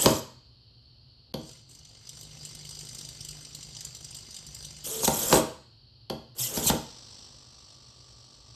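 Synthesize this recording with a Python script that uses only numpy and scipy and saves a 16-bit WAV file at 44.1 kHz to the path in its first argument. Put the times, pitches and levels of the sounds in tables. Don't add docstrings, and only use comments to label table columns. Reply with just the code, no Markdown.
import sys
import numpy as np
from scipy import signal
from scipy.fft import rfft, irfft, next_fast_len
from scipy.io import wavfile
from scipy.ndimage import uniform_filter1d

SR = 44100
rng = np.random.default_rng(int(sys.argv[2]) if len(sys.argv) > 2 else 0)


def generate_wav(sig):
    pcm = np.round(np.clip(np.atleast_2d(sig).T, -1, 1) * 32767).astype(np.int16)
    wavfile.write(sys.argv[1], SR, pcm)


N = 377055
T = np.arange(N) / SR

# time in seconds, twitch level, box hum level in dB,
# treble above the 6860 Hz split in dB relative to the twitch.
CREEP = [(1.35, -57.5, -67, -8), (1.49, -45.5, -58, -0.5), (1.6, -52, -80, -9), (1.66, -60.5, -89, -24),
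         (1.7, -49, -78, 1), (1.82, -52.5, -69, -16), (2.04, -49, -72.5, -10.5), (2.2, -43.5, -58.5, -3),
         (2.3, -44.5, -57.5, -9.5), (2.47, -41, -59.5, -5.5), (2.57, -43.5, -58.5, -9),
         (2.79, -42, -60.5, -4.5), (3.3, -43, -58, -6.5), (3.9, -43, -58.5, -10.5), (4.0, -46, -76, -6),
         (4.06, -43.5, -60.5, -9), (4.5, -43.5, -64, -6), (4.62, -42.5, -59.5, -6.5),
         (4.86, -42.5, -58.5, -11)]
# start in seconds, level in dB, treble in dB relative to it.
JERKS = [(1.7482, -57, 6), (1.788, -52, -5), (1.8484, -46.5, -5), (1.889, -55, -6), (1.9472, -52, -24),
         (2.068, -44, -17), (2.09, -38, -1), (2.19, -57, 2), (2.228, -57, 8), (2.449, -40.5, 5),
         (2.549, -58, 13), (2.6483, -47, 6), (2.69, -43, 4.5), (2.7073, -42, 0), (2.748, -46.5, 2),
         (2.7893, -50, 8), (2.8074, -45, -4), (2.888, -44, -3), (2.946, -44.5, 4), (2.9832, -37, -2.5),
         (3.0097, -42, -1), (3.048, -42, -10), (3.086, -46, -2), (3.205, -37.5, -2), (3.2473, -42, 7),
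         (3.2844, -37, 0), (3.3066, -45, 5), (3.449, -41, -16), (3.547, -40, 3.5), (3.607, -49, -7),
         (3.6264, -43, -4), (3.749, -41, -12), (3.7645, -40.5, -2), (3.786, -50, -15), (3.806, -36, -1),
         (3.8473, -36, 4), (3.949, -48, 2), (4.044, -41.5, 0), (4.106, -48.5, 7), (4.1454, -43.5, 7),
         (4.165, -46, 6), (4.3068, -45, 0), (4.343, -40, -1), (4.364, -39, -3), (4.465, -57, 11),
         (4.5448, -42, 4), (4.6254, -47, 3), (4.647, -37.5, 2)]
# frequency in Hz, relative density in dB.
TWITCH = [(200, -5.5), (400, -6.5), (1000, -14.5), (2300, -16), (3000, -12.5), (3600, -9), (4800, -3.5),
          (6500, -12), (7400, -4.5), (8900, -10), (9300, -13.5), (10400, -27), (11500, -16.5), (12600, -12)]
# centre in Hz, width in Hz, gain in dB.
CASE = [(2085, 72, 8), (2984, 330, 8), (4824, 210, 7), (6010, 530, 10), (7360, 1100, 5), (8610, 380, 10.5)]
# centre in Hz, width in Hz, gain per pass in dB.
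HUM = [(65.7, 36, 0), (110.4, 32, 0.5), (145.2, 17, -0.5)]
# time in seconds, twitch level in dB, strained lid level in dB.
HOLD = [(6.75, -55, -82), (6.94, -50, -86), (7.3, -53, -80), (7.47, -57, -77), (8.55, -58.5, -76)]
# frequency in Hz, relative density in dB.
BUZZ = [(180, 1), (300, -1), (773, -4.5), (891, -5.5), (1030, -5), (1160, -5.5), (1320, -10), (2220, -13.5),
        (3100, -4), (5820, 6), (6600, -12), (7730, -2), (8900, -13), (9480, -34.5), (13000, -24)]
# centre in Hz, width in Hz, gain per pass in dB.
STRAIN = [(425, 130, -3), (596, 110, 0.5), (897, 81, -0.5), (1020, 50, -7), (1156, 66, 4)]
# time in seconds, gear level in dB, shaken box level in dB.
STROKES = [
    [(0.0, -27, -32.5), (0.018, -18.5, -40), (0.066, -26.5, -25), (0.13, -31.5, -38), (0.2, -38, -51)],
    [(4.84, -38, -64), (4.858, -28, -49.5), (4.87, -31, -46), (5.026, -31, -44.5), (5.048, -18.5, -33),
     (5.064, -25, -44.5), (5.08, -19, -34), (5.092, -30.5, -41), (5.3, -25, -36.5), (5.312, -21.5, -31),
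     (5.335, -23, -20.5), (5.376, -21.5, -31), (5.45, -58, -47)],
    [(6.35, -59, -60), (6.402, -23, -48), (6.44, -24, -50), (6.532, -36, -43.5), (6.578, -25, -40),
     (6.616, -33.5, -39), (6.66, -23.5, -42.5), (6.672, -19, -44), (6.69, -19, -35), (6.702, -22.5, -26),
     (6.712, -53, -27), (6.8, -63, -61)],
]
# frequency in Hz, relative density in dB.
GEARS = [(900, -22.5), (1500, -31.5), (2000, -29), (2600, -16), (3200, -6), (4100, -11), (5500, -5.5),
         (6500, -4), (7500, -0.5), (8700, -5), (9300, -10), (10400, -12.5), (11500, -5), (12500, -2.5)]
# start in seconds, length in seconds, mean pitch in Hz, start level and end level in dB.
TONES = [(4.899, 0.15, 441, -39, -34), (5.2, 0.1, 462, -44.5, -37.5), (6.391, 0.094, 127, -32, -46),
         (6.424, 0.069, 2005, -42, -58), (6.511, .15, 428, -45.5, -35.5)]
# start in seconds, length in seconds, start and end pitch in Hz, level in dB.
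SQUEAKS = [(5.042, .018, 4300, 2900, -21), (6.665, .014, 4500, 3200, -19)]
OVERTONES_DB = [-6.5, -1.5, -7.5]
# start in seconds, level in dB.
CLICKS = [(1.3400, -25.5), (6.0981, -24.5)]
# frequency in Hz, level in dB, 60 dB decay time in seconds.
TOGGLE = [(3104, -9, 0.037), (3315, -5.5, 0.026), (4340, 1.5, .02), (4570, -1, 0.017), (5200, -16.5, 0.017),
          (11360, -3, .01)]
# start in seconds, blow level in dB, crack level in dB relative to the blow,
# extra level of the low modes and of the high modes in dB.
KNOCKS = [(0.0591, 1.5, -6, -1.5, 1.5), (0.067, -20.5, -11, -4.5, -24), (.087, -15, -31.5, -1, 1.5),
          (0.103, -15, -19.5, -13.5, -17.5), (1.34, -14.5, -9, 1.5, 1.5), (1.368, -24, -31.5, -1, -7),
          (5.032, -19.5, -18.5, 1, 12.5), (5.0772, -5, -8, -1, 11.5), (5.3264, 1, -6, -1, -1),
          (5.341, -13.5, -27, -6.5, -5.5), (5.356, -2.5, -15.5, -6.5, -13.5), (5.37, -2.5, -19, -15.5, -3),
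          (6.1002, -14.5, -9, -1, -3.5), (6.127, -22, -31, 5, -4.5), (6.572, -15.5, -5.5, 3.5, 11.5),
          (6.657, -27, -23, 18, 17), (6.6998, -9.5, -4.5, 5, 10.5), (6.73, -11, -26, -15, -25)]
# frequency in Hz, relative level in dB, 60 dB decay time in seconds.
BOX = [(68.6, -11, 0.067), (124, -6.5, 0.063), (159, -0.5, 0.04), (231, -2, 0.044), (313.6, -5, 0.11),
       (319.4, -6, 0.13), (369, -3.5, 0.044), (453, 0.5, 0.03), (503, 0.5, 0.033), (549, -4, 0.046),
       (640, -13, 0.1), (793, -9.5, 0.027), (932.5, -10, 0.037), (1152, -13.5, 0.0097), (1416, -18, 0.02),
       (2095, -22.5, 0.015)]
# frequency in Hz, relative density in dB.
CRACK = [(900, -0.5), (2200, -12.5), (3100, -4.5), (4400, -3.5), (6000, -9), (7500, -18), (10200, -22.5),
         (12500, -14)]
# frequency in Hz, 60 dB decay time in seconds.
ROOM = [(100, 0.5), (400, 0.35), (1500, 0.5), (5000, 0.5), (12000, 0.31)]
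# frequency in Hz, relative density in dB.
AIR = [(25, -30.5), (60, -8), (90, -13), (125, -2.5), (160, -25.5), (250, -26), (600, -34), (1300, -40.5),
       (2200, -49), (3100, -28), (3500, -37), (4450, -17.5), (5600, -41), (6200, -59)]
# frequency in Hz, level in dB before it wavers.
MAINS = [(70, -71), (118.4, -69), (236.9, -76)]

CREEP_HZ, CREEP_S, HOLD_HZ, HOLD_S = 50.094, 1.3514, 50.065, 6.763
PULSES = 176
JERK_RISE_S, JERK_S, JERK_FALL_S = 0.0029, 0.0025, 0.0055
TREBLE_GROWTH, SPREAD_DB = 1.8, 2.6
WAVER_DB = 2.5
TONE_EDGE_S = .015
AIR_DB = -56.5
GAP_S = (1.3245, 1.336)
EDGE_HZ = 13100


def gain_of(db):
    return 10 ** (np.asarray(db) / 20)


def evened(x):
    return x / np.sqrt(np.mean(x ** 2) + 1e-20)


def wander(samples):
    return evened(uniform_filter1d(rng.standard_normal(N), samples))


def read(points, hz):
    f, value = np.transpose(points)
    return np.interp(np.log(hz + 1), np.log(f + 1), value)


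def curves(rows):
    s, *columns = np.transpose(rows)
    inside = 1. * (T >= s[0]) * (T <= s[-1])
    gate = uniform_filter1d(inside, size=300, mode="nearest")
    return gate, *(np.interp(T, s, c) for c in columns)


def add(mix, s, sound):
    part = mix[round(s * SR):][:len(sound)]
    part += sound[:len(part)]


def noise(points, peaks=(), count=N):
    size = next_fast_len(count)
    hz = np.fft.rfftfreq(size, 1 / SR)
    db = read(points, hz) + sum(d / (1 + (2 * (hz - f) / w) ** 2) for f, w, d in peaks)
    db -= 40 * (hz < .7 * points[0][0])
    spectrum = rfft(rng.standard_normal(size)) * gain_of(db)
    return evened(irfft(spectrum, size)[:count])


def patchy(x, patchy_db):
    z = signal.stft(x, nperseg=256)[2]
    field = uniform_filter1d(rng.standard_normal(z.shape), size=4, axis=0)
    field = uniform_filter1d(field, size=6, axis=1)
    return evened(signal.istft(z * gain_of(patchy_db * evened(field)), nperseg=256)[1][:N])


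def resonate(x, modes):
    return sum(gain_of(db) * signal.lfilter(*signal.iirpeak(hz, hz / width, SR), x)
               for hz, width, db in modes)


def split(x, hz):
    low = signal.sosfiltfilt(signal.butter(4, hz, fs=SR, output="sos"), x)
    return low, x - low


def pulses(start_s, hz, spread_db):
    train = np.zeros(N)
    at = np.round((start_s + np.arange(PULSES) / hz) * SR).astype(int)
    size = gain_of(spread_db * rng.standard_normal(len(at)))
    train[at[at < N]] = size[at < N]
    return train


def kick(rise_s, last_s, fall_s):
    t = T[:2000]
    return (1 - np.exp(-t / rise_s)) * np.exp(-np.maximum(t - last_s, 0) / fall_s)


def twitch_shape(train, rise_s, last_s, fall_s):
    return signal.oaconvolve(train, kick(rise_s, last_s, fall_s))[:N]


def jerks(low, high):
    mid = split(low, 2600)[1]
    dull, bright = np.zeros(N), np.zeros(N)
    shape = kick(JERK_RISE_S, JERK_S, JERK_FALL_S)
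    for s, db, treble_db in JERKS:
        add(dull, s, gain_of(db) * shape)
        add(bright, s, gain_of(db + treble_db) * shape)
    return dull * evened(mid) + bright * evened(high)


def box_hum(train):
    sources = (train - train.mean(), rng.standard_normal(N))
    hum = sum(evened(resonate(resonate(v, HUM), HUM)) for v in sources)
    waver = evened(uniform_filter1d(wander(2000), size=2000))
    return gain_of(WAVER_DB * waver) * hum


def creep():
    gate, twitch_db, hum_db, top_db = curves(CREEP)
    low, high = split(patchy(noise(TWITCH, CASE), 2.87), 6860)
    teeth = gain_of(1.8 * wander(40))
    train = pulses(CREEP_S, CREEP_HZ, SPREAD_DB)
    dull, bright = (0.44 + teeth * twitch_shape(v, 0.0034, 0.0023, 0.0036)
                    for v in (train, train ** TREBLE_GROWTH))
    twitches = gate * gain_of(twitch_db) * (dull * low + gain_of(top_db) * bright * high)
    return twitches + teeth * jerks(low, high) + gate * gain_of(hum_db) * box_hum(train)


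def hold():
    gate, twitch_db, strain_db = curves(HOLD)
    shape = twitch_shape(pulses(HOLD_S, HOLD_HZ, 1.64), 0.00061, 0.012, 0.0034)
    buzz = (0.27 + shape) * noise(BUZZ)
    strain = resonate(resonate(pulses(HOLD_S, HOLD_HZ, 0.72), STRAIN), STRAIN)
    return gate * gain_of(twitch_db) * buzz, gate * gain_of(strain_db) * evened(strain)


def gear_chatter():
    gears = gain_of(1.5 * wander(90)) * patchy(noise(GEARS), 4.)
    modes = [(hz, 30, db) for hz, db, t60 in BOX]
    shaken = evened(resonate(rng.standard_normal(N), modes))
    out = np.zeros(N)
    for rows in STROKES:
        gate, db, box_db = curves(rows)
        out += gate * (gain_of(db) * gears + gain_of(box_db) * shaken)
    return out


def short_tones(wobble):
    out = np.zeros(N)
    for s, length, hz, start_db, end_db in TONES:
        t = np.arange(0, length, 1 / SR)
        edges = np.minimum(np.minimum(t, length - t) / TONE_EDGE_S, 1) ** 2
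        pitch = hz * (1 + .02 * wobble[round(s * SR):][:len(t)])
        tone = np.sin(2 * np.pi * np.cumsum(pitch) / SR)
        add(out, s, edges * gain_of(start_db + (end_db - start_db) * t / length) * tone)
    return out


def squeaks(wobble):
    out = np.zeros(N)
    for s, length, start_hz, end_hz, db in SQUEAKS:
        u = np.arange(0, 1, 1 / (length * SR))
        slip = 1 + 0.012 * wobble[:len(u) * 9:9]
        turns = np.cumsum((start_hz + (end_hz - start_hz) * u ** 2.4) * slip) / SR
        tone = sum(gain_of(d) * np.sin(2 * np.pi * (k + 1) * turns) for k, d in enumerate(OVERTONES_DB))
        add(out, s, gain_of(db) * tone * np.sin(np.pi * u ** 1.1))
    return out


def strokes():
    wobble = wander(250)
    return gear_chatter() + short_tones(wobble) + squeaks(wobble)


def knocks():
    out, t = np.zeros(N), T[:9000]
    hz, mode_db, t60 = np.transpose(BOX)[:, :, None]
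    chance = rng.standard_normal((len(KNOCKS), len(BOX), 1))
    sign = (-1.) ** np.arange(len(BOX))[:, None]
    crack_shape = (1 - np.exp(-t / 0.00063)) * (gain_of(-60 * t / .01) + 0.13 * gain_of(-60 * t / 0.099))
    for (s, db, crack_db, low_db, high_db), c in zip(KNOCKS, chance):
        balance_db = np.interp(hz, [200, 330, 600, 900], [low_db, 0, 0, high_db])
        level = gain_of(mode_db + balance_db + 1.5 * c - 60 * t / t60)
        ring = (sign * level * np.sin(2 * np.pi * hz * t)).sum(0) * (1 - np.exp(-t / 0.0015))
        crack = noise(CRACK, count=len(t)) * gain_of(crack_db) * crack_shape
        add(out, s, gain_of(db) * (0.33 * ring + crack))
    return signal.sosfilt(signal.butter(2, 85, "high", fs=SR, output="sos"), out)


def toggle():
    out, t = np.zeros(N), T[:4000]
    ring = sum(gain_of(db - 60 * t / t60) * np.sin(2 * np.pi * hz * t) for hz, db, t60 in TOGGLE)
    for s, db in CLICKS:
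        add(out, s, gain_of(db) * ring * (1 - np.exp(-t / 0.0013)))
    return out


def room(x):
    taps = np.zeros(SR // 2)
    at = np.arange(200, len(taps) - 20, 20)
    taps[at + rng.integers(0, 20, len(at))] = rng.choice([-1., 1.], len(at))
    hz, t, z = signal.stft(taps, SR, nperseg=256)
    fade = (1 - np.exp(-t / 0.005)) * gain_of(-60 * t / read(ROOM, hz)[:, None])
    tail = signal.istft(z * fade, SR, nperseg=256)[1]
    return signal.fftconvolve(x, tail / np.linalg.norm(tail))[:N]


def air():
    drift = uniform_filter1d(rng.standard_normal((len(MAINS), N)), 3000)
    waver = gain_of(2.5 * evened(drift))
    hum = sum(w * gain_of(db) * np.sin(2 * np.pi * hz * T) for w, (hz, db) in zip(waver, MAINS))
    return gain_of(AIR_DB) * noise(AIR) + hum


def scene():
    buzz, strain = hold()
    servo = creep() + buzz + strokes()
    blows = knocks() + toggle()
    heavy, thin = split(blows, 1500)
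    wet = gain_of(-10.5) * servo + gain_of(-3.0) * heavy + gain_of(-7) * thin
    return (servo + strain + blows + room(wet) + air())[None]


def record(dry):
    back_s = .003
    off = (T > GAP_S[0]) * np.clip((GAP_S[1] + back_s - T) / back_s, 0, 1)
    lowpass = signal.firwin(301, EDGE_HZ, window=("kaiser", 7), fs=SR)
    return signal.oaconvolve(dry * (1 - off), lowpass[None], "same")


dry = scene()
out = record(dry)
generate_wav(out)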